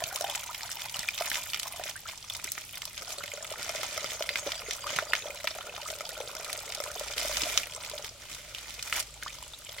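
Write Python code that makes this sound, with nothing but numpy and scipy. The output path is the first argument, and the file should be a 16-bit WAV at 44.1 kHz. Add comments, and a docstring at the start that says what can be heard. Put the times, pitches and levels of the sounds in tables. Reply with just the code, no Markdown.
"""Washing greens in a wok

Outdoors, leafy greens are twisted apart by hand and pushed into a wok of water. A thin stream falls
from a spout: its drops spatter, and the air it traps plops and gurgles, except when hands or heaped
leaves muffle it. Wet leaves crackle, stalks snap, drips ring; a far bird whistles over a low rumble."""
import sys
import numpy as np
from scipy import signal
from scipy.fft import rfft, irfft
from scipy.io import wavfile
from scipy.ndimage import uniform_filter1d

SR = 44100
rng = np.random.default_rng(int(sys.argv[2]) if len(sys.argv) > 2 else 0)


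def unload_wav(signal):
    """Save mono or channel-first audio to the path in sys.argv[1] as 16-bit WAV at rate SR, clipped to [-1, 1]."""
    wavfile.write(
        sys.argv[1],
        SR,
        np.round(np.clip(np.atleast_2d(signal).T, -1, 1) * 32767).astype(np.int16),
    )


N = 432180
TIME = np.arange(N) / SR

# The stream, muffled while hands or heaped leaves lie under it:
# t/s, relative gurgle level/dB, air pocket f/Hz, relative spray level/dB
STREAM_FLOW = [(0, -40.5, 590, -44), (.5, -52, 896.4, -45), (.95, -52.5, 842, -43.5),
               (1.5, -69, 839.3, -43), (1.82, -44.5, 748, -46), (1.93, -63, 839.4, -51),
               (2.94, -76, 789.4, -51), (3.02, -50, 576, -45), (4.4, -48.5, 567.9, -44.5),
               (5.75, -46.5, 573, -47), (7.3, -46.5, 558.9, -43), (8.08, -51.5, 541.8, -46),
               (8.11, -58, 564.8, -58), (9.58, -62.5, 567.5, -54), (9.8, -51, 565, -43)]


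def stream(per_s=145, spread_db=4.8, level_db=-1.5, scatter=0.12):
    """Gurgling: each bead of falling water traps a ringing pocket of air of slightly different size."""
    # The tones of one pocket: multiple of its pitch, decay/s, relative level/dB
    pocket_tones = [(1.001, 0.0067, 10), (1.35, 0.003, -0.5), (2.35, 0.0052, 2.5)]
    db, hz, _ = curves(STREAM_FLOW)
    at, strength = random_hits(per_s, spread_db)
    gurgle = np.zeros((2, N))
    for multiple, decay_s, tone_db in pocket_tones:
        pitch = hz[at] * multiple * np.exp(rng.normal(0, scatter / multiple, len(at)))
        gain = strength * amp(tone_db + rng.normal(0, 3.0, len(at)))
        gurgle += rings(at, gain, pitch, np.full(len(at), decay_s), rise=0.025, size=900)
    return steadied(gurgle, 0.25) * amp(db + level_db)


def plops(decay=0.0038, attack=0.0026, glide_per_s=16, overtone_db=-13, splash_db=-7, level_db=-7):
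    """A splash traps air that rings briefly and creeps up in pitch; small pockets plink and die sooner."""
    # Trapped air, from low gulps to high plinks: t/s, relative level/dB, f/Hz
    pockets = [(.208, -33, 601), (.242, -30, 720), (.299, -35, 3330), (.632, -43.5, 815),
               (.8183, -43, 3300), (.858, -40.5, 849), (1.0868, -27.5, 2350), (1.208, -29.5, 614),
               (1.657, -39, 994), (1.796, -35.5, 668), (2.2996, -33.5, 3346), (3.335, -39.5, 497),
               (3.515, -37.5, 569), (3.694, -35.5, 596), (3.749, -34.5, 559.3), (3.976, -37.5, 564.6),
               (4.207, -31.5, 577), (4.463, -32.5, 447.5), (4.841, -38, 1007), (5.024, -35, 590),
               (5.256, -38.5, 578.8), (5.443, -34.5, 566), (5.559, -40, 558), (6.204, -33, 475),
               (6.802, -39, 540), (7.01, -35.5, 534), (7.249, -35, 575), (7.295, -37, 560.6),
               (7.466, -33, 603), (7.935, -40, 552), (7.994, -40.5, 537)]
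    out, t = np.zeros((2, N)), np.arange(2200) / SR
    for s, db, hz in pockets:
        phase = 2 * np.pi * hz * (t + glide_per_s * t * t / 2)
        age = t * (hz / 600) ** 0.65  # runs faster for higher notes
        fade = np.exp(-age / decay)
        tone = np.sin(phase) + amp(overtone_db) * np.sin(2.27 * phase) * fade
        ring = evened(tone * (1 - np.exp(-age / attack)) * fade)
        burst = noise_pair(len(t)) * np.exp(-age / 0.0032)
        splash = evened(colour(burst, [(hz / 2, -14), (hz, 0), (hz * 2, -4), (hz * 10, -18)]))
        add(out, s, amp(db + level_db) * (ring + amp(splash_db) * splash))
    return out


def crackle(db, treble_db, drop_share, clump_db=2.0, level_db=1.22, usual_treble_db=-7):
    """Spatter and rustle come in clumps as the hands grip and twist."""
    drift = uniform_filter1d(uniform_filter1d(rng.standard_normal(N), size=500), size=200)
    blend = np.sqrt(drop_share) * spatter(db) + np.sqrt(1 - drop_share) * rustle()
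    wet = steadied(blend * amp(clump_db * evened(drift)), 0.16)
    wet = turn_treble(wet, treble_db - usual_treble_db, above_hz=7800)
    return wet * amp(db + level_db) * lean_right(0.7)


def spray_and_grips(spray_treble_db=-6, spray_drop_share=0.92, attack_s=0.015, release_s=0.025):
    """Spray and handled leaves add up; gives their joint level/dB, treble/dB and share of drops."""
    # Handfuls of leaves gripped, torn, squeezed or pressed under:
    # t/s, length/s, relative level/dB, relative treble/dB, share of drops (0-1)
    grips = [(.22, 0.14, -41, -15, 0.95), (0.931, 0.071, -43, -18.5, 0.79), (1.171, 0.14, -40.5, -24, 0.84),
             (1.32, 0.051, -35.5, -8.5, 0.54), (1.858, 0.048, -42.5, -17, 0.81),
             (2.07, 0.047, -44, -15, 0.69), (2.268, 0.27, -46, -12, 0.9), (2.55, 0.053, -46, -12, 0.6),
             (2.71, 0.076, -48, -3, 0.99), (3.08, 0.057, -45, -5, 0.5), (3.579, 0.57, -41.5, -15, 0.25),
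             (3.8, 0.061, -38, -18, 0.25), (4.319, 0.061, -38, -13, 0.34), (4.451, 0.07, -40, -28, 0.3),
             (4.679, 0.051, -41, -26, 0.4), (4.859, 0.14, -37.5, -27, 0.27), (5.14, 0.035, -39, -28, 0.27),
             (5.47, 0.03, -41.5, -22, 0.44), (5.867, 0.046, -45, 1, 0.4), (6.44, 0.09, -47, -7, 0.3),
             (6.981, 0.15, -44, -18, 0.19), (7.158, 0.44, -36.5, -6.5, 0.22), (8.19, .32, -51, -8, .08),
             (8.285, .09, -48, -5, 0.15), (8.53, 0.27, -45.5, -9, 0.36), (8.818, .1, -43, -4.5, 0.31),
             (8.92, 0.076, -33.5, -7, 0.49), (9.231, 0.2, -48.5, -6, 0.8)]
    power = amp(curves(STREAM_FLOW)[2]) ** 2
    treble, drops = power * amp(spray_treble_db) ** 2, power * spray_drop_share
    for start, length, db, treble_db, share in grips:
        age = TIME - start
        fade_in = np.clip(age / attack_s, 0, 1)
        fade_out = np.exp(-np.clip(age - length, 0, 1) / release_s)
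        grip = (amp(db) * fade_in * fade_out) ** 2
        power += grip
        treble += grip * amp(treble_db) ** 2
        drops += grip * share
    return 10 * np.log10(power), 10 * np.log10(treble / power), np.clip(drops / power, 0, 1)


def spatter(db, usual_per_s=380, spread_db=5.2, scatter=0.24, tick_s=0.00048, tick_db=-6):
    """Droplets and bursting films of water: each is a sharp tick and a quick cluster of short rings."""
    # The tone colour of drops on leaves: f/Hz, relative level/dB
    spectrum = [(150, -33), (250, -22), (452, -25), (576, 2), (1050, -3), (1330, -4), (1750, -10.5),
                (2250, -.5), (2700, -5), (3300, -2), (4490, -7.5), (5250, -4.5), (7440, -4.5), (9010, -9.5),
                (14900, -10), (16000, -10.5)]
    # a harder splash throws more drops, so they merge
    at, strength = random_hits(usual_per_s * amp(0.8 * (db - db.mean())), spread_db)
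    centre_hz = np.exp(rng.uniform(np.log(900), np.log(15000), len(at)))
    ticks = evened(noise_pair(N) * np.sqrt(hit_power(at, strength, tick_s)))
    # the finest drops differ least in strength
    strength = strength ** np.minimum((6000 / centre_hz) ** 0.49, 1)
    ringing = np.zeros((2, N))
    for delay in np.linspace(0, 0.0024, num=4):
        hz = np.minimum(centre_hz * np.exp(rng.normal(0, scatter, len(at))), SR / 2)
        late = (delay * SR * rng.uniform(0, 2, len(at))).astype(int)
        gain = strength * (hz / 3000) ** 0.68 * np.exp(-delay / 0.005)
        ringing += rings(at + late, gain, hz, decay_s=0.0017 * (hz / 3000) ** -0.5, rise=0, size=300)
    return steadied(colour(evened(ringing) + amp(tick_db) * ticks, spectrum), 0.087)


def rustle(per_s=700, spread_db=4.0, break_s=0.0007, hiss=0.39):
    """Wet leaves rub and tear: a dense run of tiny breaks over a soft hiss."""
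    # The tone colour of rubbing leaves: f/Hz, relative level/dB
    spectrum = [(150, -7.5), (430, -6.5), (580, 1), (900, -11), (1350, 2.5), (1700, -1), (2230, 7),
                (2700, -0.5), (3300, 4), (4000, -1), (4500, -0.5), (5300, 3), (9500, -4), (16000, -9)]
    at, strength = random_hits(per_s, spread_db)
    power = hit_power(at, strength, break_s)
    tearing = noise_pair(N) * np.sqrt(power / power.mean() + hiss)
    return steadied(colour(tearing, spectrum), 0.0096)


def snaps(lesser_snaps, crack_s=0.0023, crack_db=-4.5, crack_per_octave_db=8, level_db=-5):
    """A stalk gives way in an instant: thick ones pop for a few cycles, thin ones only crack."""
    # The loudest stalks snapping and hard drops smacking: t/s, relative level/dB, rough f/Hz
    loud_snaps = [(.0386, -28.5, 4200), (.1594, -29.5, 5500), (.2095, -32.5, 6017), (.35, -32, 2730),
                  (.546, -35.5, 3300), (.608, -39, 2300), (.7158, -34, 5450), (.8185, -37, 3396),
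                  (.896, -39, 4460), (.992, -30.5, 5870), (1.087, -33, 2330), (1.178, -33.5, 3336),
                  (1.316, -29, 2150), (1.5339, -30, 3180), (1.5448, -28.5, 3553), (1.597, -30.5, 4950),
                  (1.631, -32.5, 4775), (1.8375, -34.5, 4194), (2.366, -39.5, 6500), (2.4425, -31.5, 5510),
                  (2.5185, -29.5, 9500), (2.579, -35.5, 2122), (2.773, -39.5, 2960), (2.8192, -34.5, 3520),
                  (2.8535, -34.5, 6712), (2.9776, -35, 4134), (3.629, -34, 6740), (4.2237, -30, 3288),
                  (4.291, -26, 2560), (4.3569, -26.5, 2483), (4.5192, -29, 3620), (4.7095, -28.5, 4234),
                  (4.868, -37.5, 4833), (4.963, -33.5, 3400), (4.9875, -23, 1693), (4.9902, -33.5, 1500),
                  (5.1342, -19.5, 2053), (5.1522, -29, 2936), (5.4728, -26, 2637), (5.4758, -28.5, 2503),
                  (5.764, -38, 3270), (5.902, -35.5, 4196), (6.091, -35, 7474), (6.4455, -35.5, 6444),
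                  (6.5292, -29.5, 6600), (6.59, -38, 5005), (6.722, -34.5, 4078), (6.749, -31.5, 5650),
                  (6.8383, -33.5, 5777), (6.9955, -34.5, 7510), (7.1803, -28, 3433), (7.3694, -26, 4177),
                  (7.4185, -27, 4700), (7.4349, -28, 3208), (7.5755, -18, 3770), (7.848, -37.5, 3498),
                  (7.8975, -35.5, 6500), (8.045, -37.5, 3286), (8.348, -38.5, 5500), (8.5482, -34.5, 3403),
                  (8.826, -32, 5927), (8.9265, -25.5, 2500), (8.95, -38, 2182), (8.972, -35, 2000),
                  (8.9997, -28.5, 7030), (9.2258, -39, 2590), (9.233, -37, 7030)]
    out, t = np.zeros((2, N)), np.arange(880) / SR
    for s, db, hz in loud_snaps + lesser_snaps:
        pop = evened(np.sin(2 * np.pi * hz * 0.884 * t) * np.exp(-t * hz / 1.34))
        fibres = noise_pair(len(t)) * (np.exp(-t / crack_s) + 0.072 * np.exp(-t / 0.0031))
        spectrum = [(200, -24), (hz * 0.33, -10), (hz * 0.62, 0), (hz * 1.64, -3), (hz * 3, -17)]
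        crack = evened(colour(fibres, spectrum)) * amp(crack_db + crack_per_octave_db * np.log2(hz / 2000))
        snap = evened((pop + crack) * (1 - np.exp(-t / 0.0002)))
        add(out, s, snap * amp(db + level_db) * lean_right(0.4))
    return out


def small_snaps(db, drop_share, most_per_s=18, above_db=2.5, spread_db=0.4, middle_hz=4600, scatter=0.4):
    """Picks lesser snaps at random, more where the leaves are wet: t/s, relative level/dB, rough f/Hz."""
    at = np.flatnonzero(rng.random(N) < most_per_s * drop_share / SR)
    strength, pitch = rng.standard_normal((len(at), 2)).T
    levels = db[at] + above_db + spread_db * strength
    return list(zip(at / SR, levels, middle_hz * np.exp(scatter * pitch)))


def bubbles(wobble=0.043, fade=1.5, fizz_db=-8, fizz_width_hz=450):
    """Each bubble wobbles and rises in pitch as it nears the surface, in a fizz of lesser ones."""
    # Rising bubbles: t/s, level/dB, first f/Hz, last f/Hz, length/s
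    rising = [(0.15, -37.5, 506, 736, 0.02), (0.165, -35.5, 940, 1460, 0.022),
              (0.216, -35, 590, 768, 0.023), (.284, -34, 572, 1070, 0.0247),
              (.322, -38, 780.4, 1319, 0.021), (0.49, -34, 867, 1650, 0.028),
              (0.641, -42, 1190, 1750, .026), (0.953, -38, 1062, 1600, 0.022),
              (1.956, -35, 1470, 1960, 0.024), (2.055, -35.5, 1285, 1746, .024),
              (3.206, -32.5, 1258, 1500, 0.013), (4.468, -22, 513, 607, 0.016),
              (4.864, -28, 1105, 1510, .018), (5.609, -37, 1251, 1588, 0.015),
              (5.857, -34, 1147, 1498, .02), (6.899, -36.5, 1200, 1899, 0.019),
              (9.227, -31.5, 1480, 1862, 0.013), (9.262, -30.5, 1060, 1450, 0.014),
              (9.271, -42, 1700, 2380, 0.04), (9.535, -35.5, 3410, 3990, 0.017)]
    out = np.zeros((2, N))
    for s, db, first_hz, last_hz, length in rising:
        size = int(length * SR)
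        shake = 1 + wobble * evened(uniform_filter1d(rng.standard_normal(size), size=50))
        hz = np.geomspace(first_hz, last_hz, size) * shake
        fizz = resonate(resonate(noise_pair(size), hz, fizz_width_hz), hz, fizz_width_hz)
        tone = np.sin(2 * np.pi * np.cumsum(hz) / SR) + amp(fizz_db) * evened(fizz)
        shape = np.exp(-fade * np.linspace(0, 1, size)) * signal.windows.tukey(size, 0.1)
        add(out, s, amp(db) * tone * shape)
    return out


def froth(per_s=70, spread_db=5.0, cycles=7, level_db=-9):
    """Small bubbles of many sizes chirp around the stream."""
    db = curves(STREAM_FLOW)[0]
    at, strength = random_hits(per_s, spread_db)
    hz = np.exp(rng.uniform(np.log(700), np.log(4500), len(at)))
    chirps = rings(at, strength * np.sqrt(hz), hz, decay_s=cycles / hz, rise=0.09, size=1300)
    return steadied(chirps, 0.3) * amp(db + level_db)


def drips(smack_s=0.00065, smack_db=-17):
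    """A heavy bead smacks the water and sets the bowl ringing."""
    # Beads of the stream hitting open water: t/s, level/dB
    beads = [(3.021, -42.5), (3.238, -38), (3.374, -45), (3.524, -40.5), (3.693, -36.5), (3.832, -35.5),
             (3.978, -36), (4.044, -35.5), (5.443, -40), (5.887, -42), (6.008, -37.5), (6.3517, -40),
             (6.8029, -36), (7.109, -45), (7.616, -49)]
    out, t = np.zeros((2, N)), np.arange(880) / SR
    for s, db in beads:
        smack = noise_pair(len(t)) * np.exp(-t / smack_s)
        add(out, s, amp(db) * evened(wok(smack) + amp(smack_db) * smack))
    return out


def wok(x):
    """The air in the bowl gives a sound a hollow ring."""
    # The pitches at which that air rings: f/Hz, width/Hz, level/dB
    resonances = [(590, 87, -1.5), (1300, 67, 4), (2120, 140, 1.5), (3120, 140, -7.5), (5320, 580, -2)]
    return sum(amp(db) * signal.lfilter(*signal.iirpeak(hz, hz / width, SR), x)
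               for hz, width, db in resonances)


def bumps(ring_s=0.0055):
    """Hands and greens bump the wok and the bamboo deck: dull knocks that die quickly."""
    # Knocks: t/s, level/dB, f/Hz
    knocks = [(0.038, -37.5, 129), (.99, -41, 188.8), (2.451, -43, 393.7), (4.965, -36.5, 172),
              (7.432, -33, 311.7)]
    out, t = np.zeros((2, N)), np.arange(4000) / SR
    for s, db, hz in knocks:
        phase = 2 * np.pi * hz * t
        add(out, s, amp(db) * (np.sin(phase) + 0.14 * np.sin(1.63 * phase)) * np.exp(-t / ring_s))
    return out


def echoes(x, near_s=0.004, far_s=0.04, far_db=-17):
    """Quick echoes off the wok and deck, and a faint tail from the bushes."""
    spectrum = [(100, -22.0), (600, -5.5), (2000, -4.5), (7000, -3.5), (16000, -9.0)]  # f/Hz, level/dB
    t, out = np.arange(9000) / SR, np.zeros((2, N))
    fade = (np.exp(-t / near_s) + amp(far_db) * np.exp(-t / far_s)) * (t > 0.0015)
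    for offset in np.linspace(0, np.pi, num=4, endpoint=False):  # four echo patterns take turns
        tail = colour(noise_pair(len(t)) * fade, spectrum)
        weight = np.sin(2 * np.pi * TIME + offset) ** 2
        out += signal.oaconvolve(x * weight, tail / np.linalg.norm(tail[0]), axes=1)[:, :N]
    return out


def viewpoint(x, move_s=2.97, above_db=3, beside_db=-1.5):
    """The highest treble is brighter until 2.97 s and duller after it."""
    return turn_treble(x, np.where(TIME < move_s, above_db, beside_db), above_hz=9500)


def bird(waver=0.0174):
    """A far bird in the trees repeats a phrase of three thin, wavering whistles."""
    # The notes: t/s into the phrase, length/s, first f/Hz, last f/Hz, level/dB
    notes = [(0, .065, 4770, 4825, -43), (0.091, 0.07, 6400, 6810, -43.5), (0.134, .095, 6300, 5750, -46.5)]
    # The start of each phrase: t/s
    starts = [4.02, 4.29, 4.545, 4.805, 5.07]
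    out = np.zeros((2, N))
    for start in starts:
        for s, length, first_hz, last_hz, db in notes:
            size = int(length * SR)
            shake = 1 + waver * evened(uniform_filter1d(rng.standard_normal((2, size)), size=80))
            hz = np.linspace(first_hz, last_hz, size) * shake
            tone = np.sin(2 * np.pi * np.cumsum(hz, axis=1) / SR)
            add(out, start + s, amp(db) * tone * signal.windows.tukey(size, 0.5))
    return out


def outdoors(air_db=-51, drone_hz=52, drone_width_hz=7):
    """The steady hush of open air, and a deep distant drone that swells and fades."""
    # The tone colour of the open air: f/Hz, relative level/dB
    spectrum = [(20, -13), (50, -7), (100, -4.5), (150, -10.5), (220, -17.5), (400, -19.5), (1400, -24),
                (3000, -14.5), (8000, -18.5), (16000, -31)]
    # The drone's swells: t/s, level/dB
    swells = [(0, -90), (4.3, -66), (4.75, -59), (5, -75), (5.3, -63), (5.7, -70), (6.7, -65), (7.4, -49),
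              (7.7, -64), (8.25, -63.5), (8.45, -59), (9.3, -57.5), (9.8, -67)]
    hz = np.full(N, drone_hz)
    drone = resonate(resonate(rng.standard_normal((1, N)), hz, drone_width_hz), hz, drone_width_hz)
    air = amp(air_db) * evened(colour(noise_pair(N), spectrum))
    return air + steadied(drone, 0.085) * amp(curves(swells)[0])


def amp(db):
    """Turns decibels into a factor to multiply by."""
    return 10 ** (np.asarray(db) / 20)


def lean_right(db):
    """Factors that turn the left side down and the right side up by db."""
    return amp([[-db], [db]])


def evened(x):
    """Scales each channel to an average (rms) level of 1."""
    return x / np.sqrt(np.mean(x ** 2, axis=-1, keepdims=True) + 1e-20)


def steadied(x, seconds):
    """Holds the level near 1, leaving changes quicker than `seconds` alone."""
    size = max(int(seconds * SR), 2)
    power = uniform_filter1d(uniform_filter1d((x ** 2).mean(0), size), size)
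    return x / np.sqrt(abs(power) + 1e-4 * power.mean())


def look_up(points, hz):
    """Reads a table of (f/Hz, value) at the given frequencies."""
    f, value = np.transpose(points)
    return np.interp(np.log(hz + 1), np.log(f + 1), value)


def curves(rows):
    """Turns each column after t/s into a curve with one value per sample."""
    s, *columns = np.transpose(rows)
    return [np.interp(TIME, s, c) for c in columns]


def add(mix, s, sound):
    """Mixes a sound in at time s."""
    part = mix[:, max(round(s * SR), 0):][:, :sound.shape[-1]]
    part += sound[..., :part.shape[1]]


def colour(x, spectrum):
    """Filters by a table of (f/Hz, level/dB) so that clicks keep their sharp start."""
    db = look_up(spectrum, abs(np.fft.fftfreq(4096, 1 / SR)))
    log_gain = np.log(amp(np.maximum(db, -100)))
    taps = np.fft.ifft(np.exp(np.conj(signal.hilbert(log_gain)))).real[:2048]
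    return signal.oaconvolve(x, taps[None], axes=1)[:, :x.shape[1]]


def turn_treble(x, db, above_hz):
    """Turns the highest sounds up or down by db."""
    top = signal.sosfiltfilt(signal.butter(2, above_hz, "high", fs=SR, output="sos"), x)
    return x + top * (amp(db) - 1)


def resonate(x, hz, width_hz):
    """Keeps a narrow band of sound around the pitch curve hz."""
    turn = np.exp(2j * np.pi * np.cumsum(hz) / SR)
    keep = np.exp(-np.pi * width_hz / SR)
    return 2 * (turn * signal.lfilter([1 - keep], [1, -keep], x / turn + 1e-18)).real


def noise_pair(size):
    """White noise for left and right: alike in the bass, unrelated in the treble."""
    # How alike the two sides are: f/Hz, likeness (0-1)
    likeness = [(50, 0.92), (300, 0.71), (1000, 0.65), (3000, 0.44), (6000, 0.14), (12000, 0)]
    left, other = rfft(rng.standard_normal((2, size)))
    same = np.clip(look_up(likeness, np.fft.rfftfreq(size, 1 / SR)), -1, 1)
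    right = same * left + np.sqrt(1 - same ** 2) * other
    return irfft(np.array([left, right]), size)


def random_hits(per_s, spread_db):
    """Random moments (in samples) and strengths: mostly weak, a few strong."""
    at = np.flatnonzero(rng.random(N) < per_s / SR)
    return at, amp(spread_db * np.minimum(rng.exponential(1, len(at)), 3.5))


def hit_power(at, strength, decay_s):
    """A power curve that jumps at each hit and then dies away."""
    return signal.lfilter([1], [1, -np.exp(-2 / (decay_s * SR))], np.bincount(at, strength ** 2, N))


def rings(at, gain, hz, decay_s, rise, size):
    """Fading tones with a soft start; rise is the share by which the pitch climbs per decay time."""
    t, hz = np.arange(size) / SR, hz[:, None]
    age = t / decay_s[:, None]
    phase = 2 * np.pi * hz * t * (1 + rise * age / 2)
    shape = gain[:, None] * np.exp(-age) * (1 - np.exp(-2 * t * hz)) * np.sqrt(1 - np.arange(size) / size)
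    # short waves reach left and right out of step
    apart = rng.standard_normal(hz.shape) * hz / 9000
    where = (at[:, None] + np.arange(size)).ravel()
    return np.array([np.bincount(where, (shape * np.sin(phase + side * apart)).ravel(), N)[:N]
                     for side in (-1, 1)])


def scene(echo_db=-11.5, deepest_hz=340, snap_ring_db=-6):
    """Water and leaves close by, in the open air."""
    db, treble_db, drop_share = spray_and_grips()
    # shallow water holds no large air pockets, so the gurgle has no bass
    bass_cut = signal.butter(3, deepest_hz, "high", fs=SR, output="sos")
    gurgle = signal.sosfilt(bass_cut, stream() + plops())
    cracks = snaps(small_snaps(db, drop_share))
    leaves = crackle(db, treble_db, drop_share) + cracks + amp(snap_ring_db) * wok(cracks)
    near = leaves + gurgle + froth() + drips() + bubbles() + bumps()
    return viewpoint(near + amp(echo_db) * echoes(near)) + bird() + outdoors()


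def record(dry, top_hz=16050):
    """Cuts away the very highest treble."""
    treble_cut = signal.firwin(401, top_hz, window=("kaiser", 8), fs=SR)
    return signal.oaconvolve(dry, treble_cut[None], "same")


dry = scene()
out = record(dry)
unload_wav(out)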